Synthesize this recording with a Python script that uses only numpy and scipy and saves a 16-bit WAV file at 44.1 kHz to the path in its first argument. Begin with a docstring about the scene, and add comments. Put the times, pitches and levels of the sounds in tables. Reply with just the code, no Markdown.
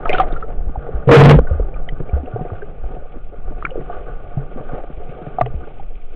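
"""A small camera in a sealed housing dips under the sea surface and is carried along by a swimmer.
First, showers of bubbles ring as rising sines over sloshing, gurgling and fizzing filtered noise.
Big bubbles then thump as slow decaying sines, and just after one second a violent surge makes
the housing buzz on two gliding tones, far into overload. Afterwards the water runs on with
scattered bubbles, a faint shower past the middle and a last burst of bubbles before it quiets."""
import sys
import numpy as np
from scipy import signal
from scipy.io import wavfile
from scipy.ndimage import uniform_filter1d

SR = 44100
rng = np.random.default_rng(int(sys.argv[2]) if len(sys.argv) > 2 else 0)


def generate_wav(sig):
    """Save sig (samples, or channels by samples) to the path in sys.argv[1] as 16-bit PCM at SR."""
    pcm = np.round(np.clip(np.atleast_2d(sig).T, -1, 1) * 32767).astype(np.int16)
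    wavfile.write(sys.argv[1], SR, pcm)


def ratio_of_db(decibels):
    """Turn decibels (scalar or array-like) into linear amplitude factors; 0 dB maps to 1."""
    return 10 ** (np.asarray(decibels, float) / 20)


N = 271215  # length in samples

# Resonances of the housing, low to high.
# Each row: frequency in Hz, width of a single pass in Hz, relative level in dB.
HOUSING_MODES = [(330, 320, -7), (460, 242, 10.5), (600, 250, 6.5), (699.5, 66, 3.5), (1200, 200, 9),
                 (1418, 140, 4), (2464, 940, -10.5), (2990, 840, -19)]


def level(x):
    """Scale to unit rms."""
    return x / np.sqrt(np.mean(x ** 2))


def band(x, lo_hz, hi_hz, order=2):
    """Band-pass."""
    return signal.sosfilt(signal.butter(order, [lo_hz, hi_hz], "band", fs=SR, output="sos"), x)


def resonate(x, hz, width):
    """A resonance applied twice, so that the valleys beside it stay dark."""
    peak = signal.iirpeak(hz, hz / width, SR)
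    once = signal.lfilter(*peak, x)
    return signal.lfilter(*peak, once)


def housing(x, modes):
    """The shell rings at its resonances and has a dead spot near one kilohertz."""
    rung = sum(ratio_of_db(db) * resonate(x, hz, width) / np.sqrt(width) for hz, width, db in modes)
    dead_spot = signal.iirnotch(990., 3.5, SR)
    return level(signal.lfilter(*dead_spot, rung))


def curves(rows):
    """Columns of a table after its time column, one value per sample."""
    s, *columns = np.transpose(rows)
    return [np.interp(np.arange(N) / SR, s, c) for c in columns]


def walk(rate):
    """Random levels held 1 / rate s and slewed twice."""
    k = int(SR / rate)
    steps = np.repeat(rng.standard_normal(N // k + 1), k)
    return 1.5 * uniform_filter1d(uniform_filter1d(steps, k), k)[:N]


def grains(rate, spread_db):
    """Soft taps of noise at random moments, rate per second; a few are larger than the rest."""
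    hit = rng.random(N) < rate / SR
    size_db = spread_db * np.minimum(rng.exponential(size=N), 2.8)
    t = np.arange(600) / SR
    tap = np.exp(-t / .006) * (1 - np.exp(-t / 0.0016))
    return signal.fftconvolve(hit * ratio_of_db(size_db), tap)[:N] * rng.standard_normal(N)


def fizz(patchy, rate, spread_db):
    """Tiny bubbles over a smooth rush."""
    return patchy * (level(grains(rate, spread_db)) + 0.9 * rng.standard_normal(N))


def add(out, s, sound):
    """Mix a sound in at time s."""
    i = int(s * SR)
    out[i:i + len(sound)] += sound[:N - i]


def ring(hz, t60, glide, rise_cycles, rough=0):
    """A bubble: a sine that swells quickly, wobbles, and dies away while its pitch creeps up."""
    t = np.arange(int(t60 * SR)) / SR
    swell = (1 - np.exp(-t * hz / rise_cycles)) ** 2
    shape = swell * np.exp(-np.log(1000) * (t / t60) ** 1.064)
    noise = rng.standard_normal(8000)
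    wobble = level(uniform_filter1d(uniform_filter1d(noise, size=36), size=36))
    tone = np.sin(2 * np.pi * hz * t * (1 + glide * t / t60))
    return shape / shape.max() * (1 + rough * np.resize(wobble, len(t))) * tone


def surf(swing_db):
    """A faint even hiss of far surf never stops and draws slowly nearer."""
    start_db, rise_db_per_s = -64, 1.72
    hiss_db = start_db + rise_db_per_s * np.arange(N) / SR + 0.34 * swing_db
    return ratio_of_db(hiss_db) * housing(fizz(1, 300.0, 6.3), HOUSING_MODES[6:])


def slosh(sway_db):
    """Slow pressure swings on the port: noise of a few cycles per second."""
    return ratio_of_db(sway_db) * level(band(rng.standard_normal(N), 4.33, 21.24))


def gurgle(swing_db):
    """Low churning water, with the resonance of the air space behind the port."""
    start_db, fade_db_per_s = -39, 1
    follows = 0.46  # share of the flow's swings that it takes over
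    pocket_db, pocket_fade_db_per_s = 0, 1  # the air behind the port is slowly squeezed out
    t = np.arange(N) / SR
    churn = level(grains(54.0, 11.0)) + 0.57 * rng.standard_normal(N)
    pocket = ratio_of_db(pocket_db - pocket_fade_db_per_s * t) * level(resonate(churn, 144.5, 50.0))
    gurgle_db = start_db - fade_db_per_s * t + follows * swing_db + 2.4 * walk(9.)
    return ratio_of_db(gurgle_db) * (level(band(churn, 61.0, 330.0)) + pocket)


def fizz_bursts(flow_db, swing_db):
    """Fizz rings the housing in patches that lift all its resonances together."""
    treble_db, treble_follows = -48, 0.94
    patchy = ratio_of_db(1.92 * walk(14.))
    flicker = ratio_of_db(2.5 * walk(25.))  # the treble alone also flickers
    body = housing(fizz(patchy, 72.0, 4.0), HOUSING_MODES[:4])
    treble = housing(fizz(patchy * flicker, 210.0, 4.6), HOUSING_MODES[4:])
    return ratio_of_db(flow_db) * body + ratio_of_db(treble_db + treble_follows * swing_db) * treble


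def water():
    """Surf, gurgle and fizz follow one moving flow of water; slosh follows the sway."""
    # Each row: time in seconds, flow level in dB, sway level in dB.
    flow = [(0, -31, -20.5), (.27, -27, -14.5), (.44, -38, -18.5), (.62, -40, -13), (.8, -34.5, -25),
            (.96, -33, -22), (1.06, -32, -27.5), (1.42, -36, -16.5), (1.62, -37, -18), (1.85, -36.5, -18),
            (2.3, -35, -26.5), (2.55, -32.5, -28), (2.8, -37.5, -20.5), (3.17, -43.5, -26),
            (3.45, -44, -18.5), (3.75, -32.5, -25), (4.0, -33.5, -20), (4.3, -39.5, -22), (4.6, -35.5, -26),
            (4.66, -35, -27.5), (4.76, -29, -16), (4.85, -40, -27), (5.1, -33, -23.5), (5.28, -35.5, -31.5),
            (5.5, -39, -21), (5.67, -39.5, -29), (5.8, -42.5, -23), (6.15, -46.5, -26.5)]
    flow_db, sway_db = curves(flow)
    swing_db = flow_db + 37  # swings of the flow about -37 dB
    return surf(swing_db) + slosh(sway_db) + gurgle(swing_db) + fizz_bursts(flow_db, swing_db)


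def showers():
    """Clusters of drops of all sizes, each dying within 35 cycles, in a wash of spray."""
    # Each row: start in seconds, end in seconds, drops per second (at most 80 drops per shower), level in dB,
    # lowest pitch in Hz, highest pitch in Hz.
    clusters = [(.05, 0.244, 490, -20, 504, 3900), (0.086, 0.221, 190, -22.5, 1900, 3520),
                (0.256, 0.449, 128, -33.5, 505, 2580), (3.59, 3.703, 280, -38, 1196, 3200),
                (5.384, 5.44, 83, -24, 600, 2290)]
    wash_db = -14  # spray between the drops of a shower
    out, t = np.zeros(N), np.arange(N) / SR
    spray = level(grains(600.0, 12.0))
    for start, end, rate, db, low_hz, high_hz in clusters:
        count = int(rate * (end - start))
        for when, height, softness in rng.random((80, 3))[:count]:
            hz = low_hz * (high_hz / low_hz) ** height
            drop_db = db - 7.1 * softness - 19 * height  # higher drops are quieter
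            drop = ring(hz, 35 / hz, glide=0.035, rise_cycles=0.25, rough=0.5)
            add(out, start + when * (end - start), ratio_of_db(drop_db) * drop)
        swell = np.sin(np.pi * np.clip((t - start) / (end - start), 0, 1)) ** .5
        out += ratio_of_db(db + wash_db) * swell * level(band(spray, low_hz, high_hz, order=1))
    return out


def plops():
    """Small plops, each of one or more short rings starting almost together; higher is rougher."""
    # One ring a row: start in seconds, level in dB, starting pitch in Hz, time to -60 dB in seconds.
    plop_rings = [(0.053, -20, 687, 0.084), (0.0548, -15.5, 1276, 0.035), (0.094, -10.5, 440, 0.027),
                  (0.0935, -10.5, 2445, 0.017), (0.1, -11, 600, 0.034), (0.101, -18, 2077, 0.06),
                  (0.127, -12.5, 735, 0.11), (0.127, -16.5, 3080, 0.046), (0.1285, -17.5, 2400, 0.026),
                  (0.1458, -12.5, 1464, 0.034), (0.183, -11.5, 1320, 0.031), (0.183, -16, 3230, 0.018),
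                  (0.198, -3.5, 758, 0.079), (0.1972, -7.5, 1200, 0.048), (0.3223, -34.5, 3650, 0.02),
                  (0.3608, -24, 1370, 0.067), (0.4245, -21.5, 1314, 0.055), (0.433, -25.5, 443, 0.087),
                  (0.756, -17.5, 777, 0.023), (0.888, -18.5, 470, 0.04), (1.387, 1.5, 479, 0.018),
                  (1.448, -24.5, 560, 0.026), (1.4687, -26, 1476, 0.052), (1.508, -19, 523, 0.039),
                  (1.597, -11, 460, 0.013), (1.739, -34.5, 2380, 0.025), (1.888, -27, 1970, 0.023),
                  (1.8871, -24.5, 3070, 0.015), (2.011, -22, 383, 0.016), (2.0926, -35.5, 2330, 0.022),
                  (2.164, -22.5, 455, 0.057), (2.2563, -37, 2670, 0.025), (2.359, -14.5, 440, 0.028),
                  (2.36, -20.5, 729, 0.047), (2.392, -24.5, 734, 0.11), (2.5013, -25.5, 1200, 0.014),
                  (2.62, -26, 410, 0.12), (2.6186, -31.5, 1564, 0.044), (3.6236, -16.5, 1225, 0.014),
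                  (3.6491, -13.5, 1373, 0.027), (3.6512, -13, 2280, 0.014), (3.6655, -18, 1470, 0.0094),
                  (3.705, -37, 2890, 0.032), (3.713, -24.5, 517, 0.091), (3.756, -13, 477, 0.013),
                  (3.765, -20.5, 458, 0.044), (3.777, -17, 372, 0.022), (3.789, -16.5, 400, 0.017),
                  (3.897, -20, 715, 0.058), (4.375, -26, 673, 0.03), (4.577, -31.5, 1160, 0.073),
                  (4.688, -29, 730, 0.086), (5.384, -9, 730, 0.031), (5.3832, -26, 1220, 0.028),
                  (5.4108, -12, 1170, 0.034), (5.4098, 0.5, 692, 0.021), (5.459, -22.5, 438, 0.068),
                  (5.459, -30, 2900, 0.018), (5.459, -32, 1960, 0.017), (5.461, -19.5, 720, 0.022),
                  (5.796, -26.5, 790, 0.034)]
    rise_s = 0.00072  # added to a rise of 0.6 cycles
    out = np.zeros(N)
    for s, db, hz, t60 in plop_rings:
        rough = min(hz / 4100.0, 1)
        add(out, s, ratio_of_db(db) * ring(hz, t60, glide=0.0062, rise_cycles=0.6 + rise_s * hz, rough=rough))
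    return out


def thumps():
    """Big bubbles break away and throb a few slow cycles."""
    # Each row: start in seconds, level in dB, starting pitch in Hz, ring time to -60 dB in seconds.
    big_bubbles = [(0.667, -14, 48.6, 0.12), (0.775, -12, 46, 0.072), (0.94, -12.5, 52.7, 0.22),
                   (1.359, 3.5, 50.8, 0.18), (1.51, -8, 72.9, 0.26), (1.597, -7.5, 39.3, 0.17),
                   (2.131, -6.5, 68, 0.24), (2.233, -21.5, 260, 0.067), (2.336, -16.5, 113, 0.16),
                   (2.41, -15, 154, 0.069), (2.519, -16, 94, 0.1), (2.839, -14.5, 43.7, 0.12),
                   (4.371, -11, 133.7, 0.15), (4.56, -22.5, 237, 0.057), (4.974, -20.5, 49.3, 0.12),
                   (5.418, -15.5, 121.6, 0.29), (5.545, -16.5, 65.4, 0.24)]
    out = np.zeros(N)
    for s, db, hz, t60 in big_bubbles:
        add(out, s, ratio_of_db(db) * ring(hz, t60, glide=.04, rise_cycles=0.09, rough=0.08))
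    return out


def gush(start, hold, release_db_per_s):
    """Gain of one gush: quick attack that is full at its start time, hold, steady release."""
    attack_s = 0.0047
    t = np.arange(N) / SR - start
    attack = np.clip(1 + t / attack_s, 0, 1) ** 2
    return attack * ratio_of_db(-release_db_per_s * np.maximum(t - hold, 0))


def surge():
    """Rushing water drives two resonances of the housing into an unsteady buzz, with spray on top."""
    # Each row: time of full strength in seconds, hold in seconds, low buzz in dB, high buzz in dB.
    gushes = [(1.075, 0.023, -2.5, -16), (1.09, 0.019, -4.5, -4), (1.113, 0.072, 3, 12),
              (1.175, 0.034, 16, 13), (1.235, 0.025, 19.5, 8.5), (1.289, 0.022, 18, 11),
              (1.325, 0.025, 6, -16)]
    low_release, high_release = 454, 698.5  # dB per second
    spray_db = -9.5  # under the high buzz
    t = np.clip(np.arange(N) / SR - gushes[0][0], 0, 1)
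    low_hz = 131.84 + 60 * t  # climbs for a second from the first gush on
    high_hz = 458.2 + (483.6 - 458.2) * np.exp(-t / 0.0597)  # starts sharp and settles
    low_gain = np.max([ratio_of_db(db) * gush(s, hold, low_release) for s, hold, db, _ in gushes], axis=0)
    high_gain = np.max([ratio_of_db(db) * gush(s, hold, high_release) for s, hold, _, db in gushes], axis=0)
    # every cycle is pushed a little early or late by the turbulence
    low_phase = 2 * np.pi * np.cumsum(low_hz) / SR + 0.44 * walk(260.)
    high_phase = 2 * np.pi * np.cumsum(high_hz) / SR + 0.56 * walk(420.)
    low = ratio_of_db(1.2 * walk(70.)) * np.sin(low_phase)
    high = ratio_of_db(4.3 * walk(130.)) * np.sin(high_phase)
    noise = rng.standard_normal(N)
    # the harder the water rushes, the brighter the spray
    bright = 0.24 * high_gain ** 0.54 * level(band(noise, 360.0, 3600.0))
    spray = level(band(noise, 95.0, 430.0)) + bright
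    # the low buzz throws up a fine mist of its own
    mist = ratio_of_db(-32) * low_gain ** .4 * level(band(noise, 700., 3000.0))
    return low_gain * (low + mist) + high_gain * (high + ratio_of_db(spray_db) * spray)


def scene():
    """All sources at the one microphone port."""
    return (water() + showers() + plops() + thumps() + surge())[None]


def roll_off(x):
    """The treble ends steeply here."""
    return signal.sosfilt(signal.butter(12, 15870, fs=SR, output="sos"), x)


def record(dry):
    """The treble is muffled steeply above about 4 kHz; overload squares off and crackles the loudest swings."""
    muffle_hz, clip = 3850, 0.7
    crackle_depth = 0.09  # scales how far the overloaded tops cave in
    muffled = signal.sosfilt(signal.butter(8, muffle_hz, fs=SR, output="sos"), dry)
    overload = np.clip(np.abs(muffled) / clip - 1.3, 0, 1)
    crackle = crackle_depth * np.maximum(walk(5000.) - 0.4, 0) * overload
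    squared = np.clip(muffled, -clip, clip) * (1 - crackle)
    # a last smoothing lets a little of the sharp edges through
    leak = signal.sosfilt(signal.butter(1, 9000., fs=SR, output="sos"), squared)
    smooth = signal.sosfilt(signal.butter(5, 3700., fs=SR, output="sos"), squared)
    return roll_off(0.76 * smooth + 0.18 * leak)


dry = scene()
out = record(dry)
generate_wav(out)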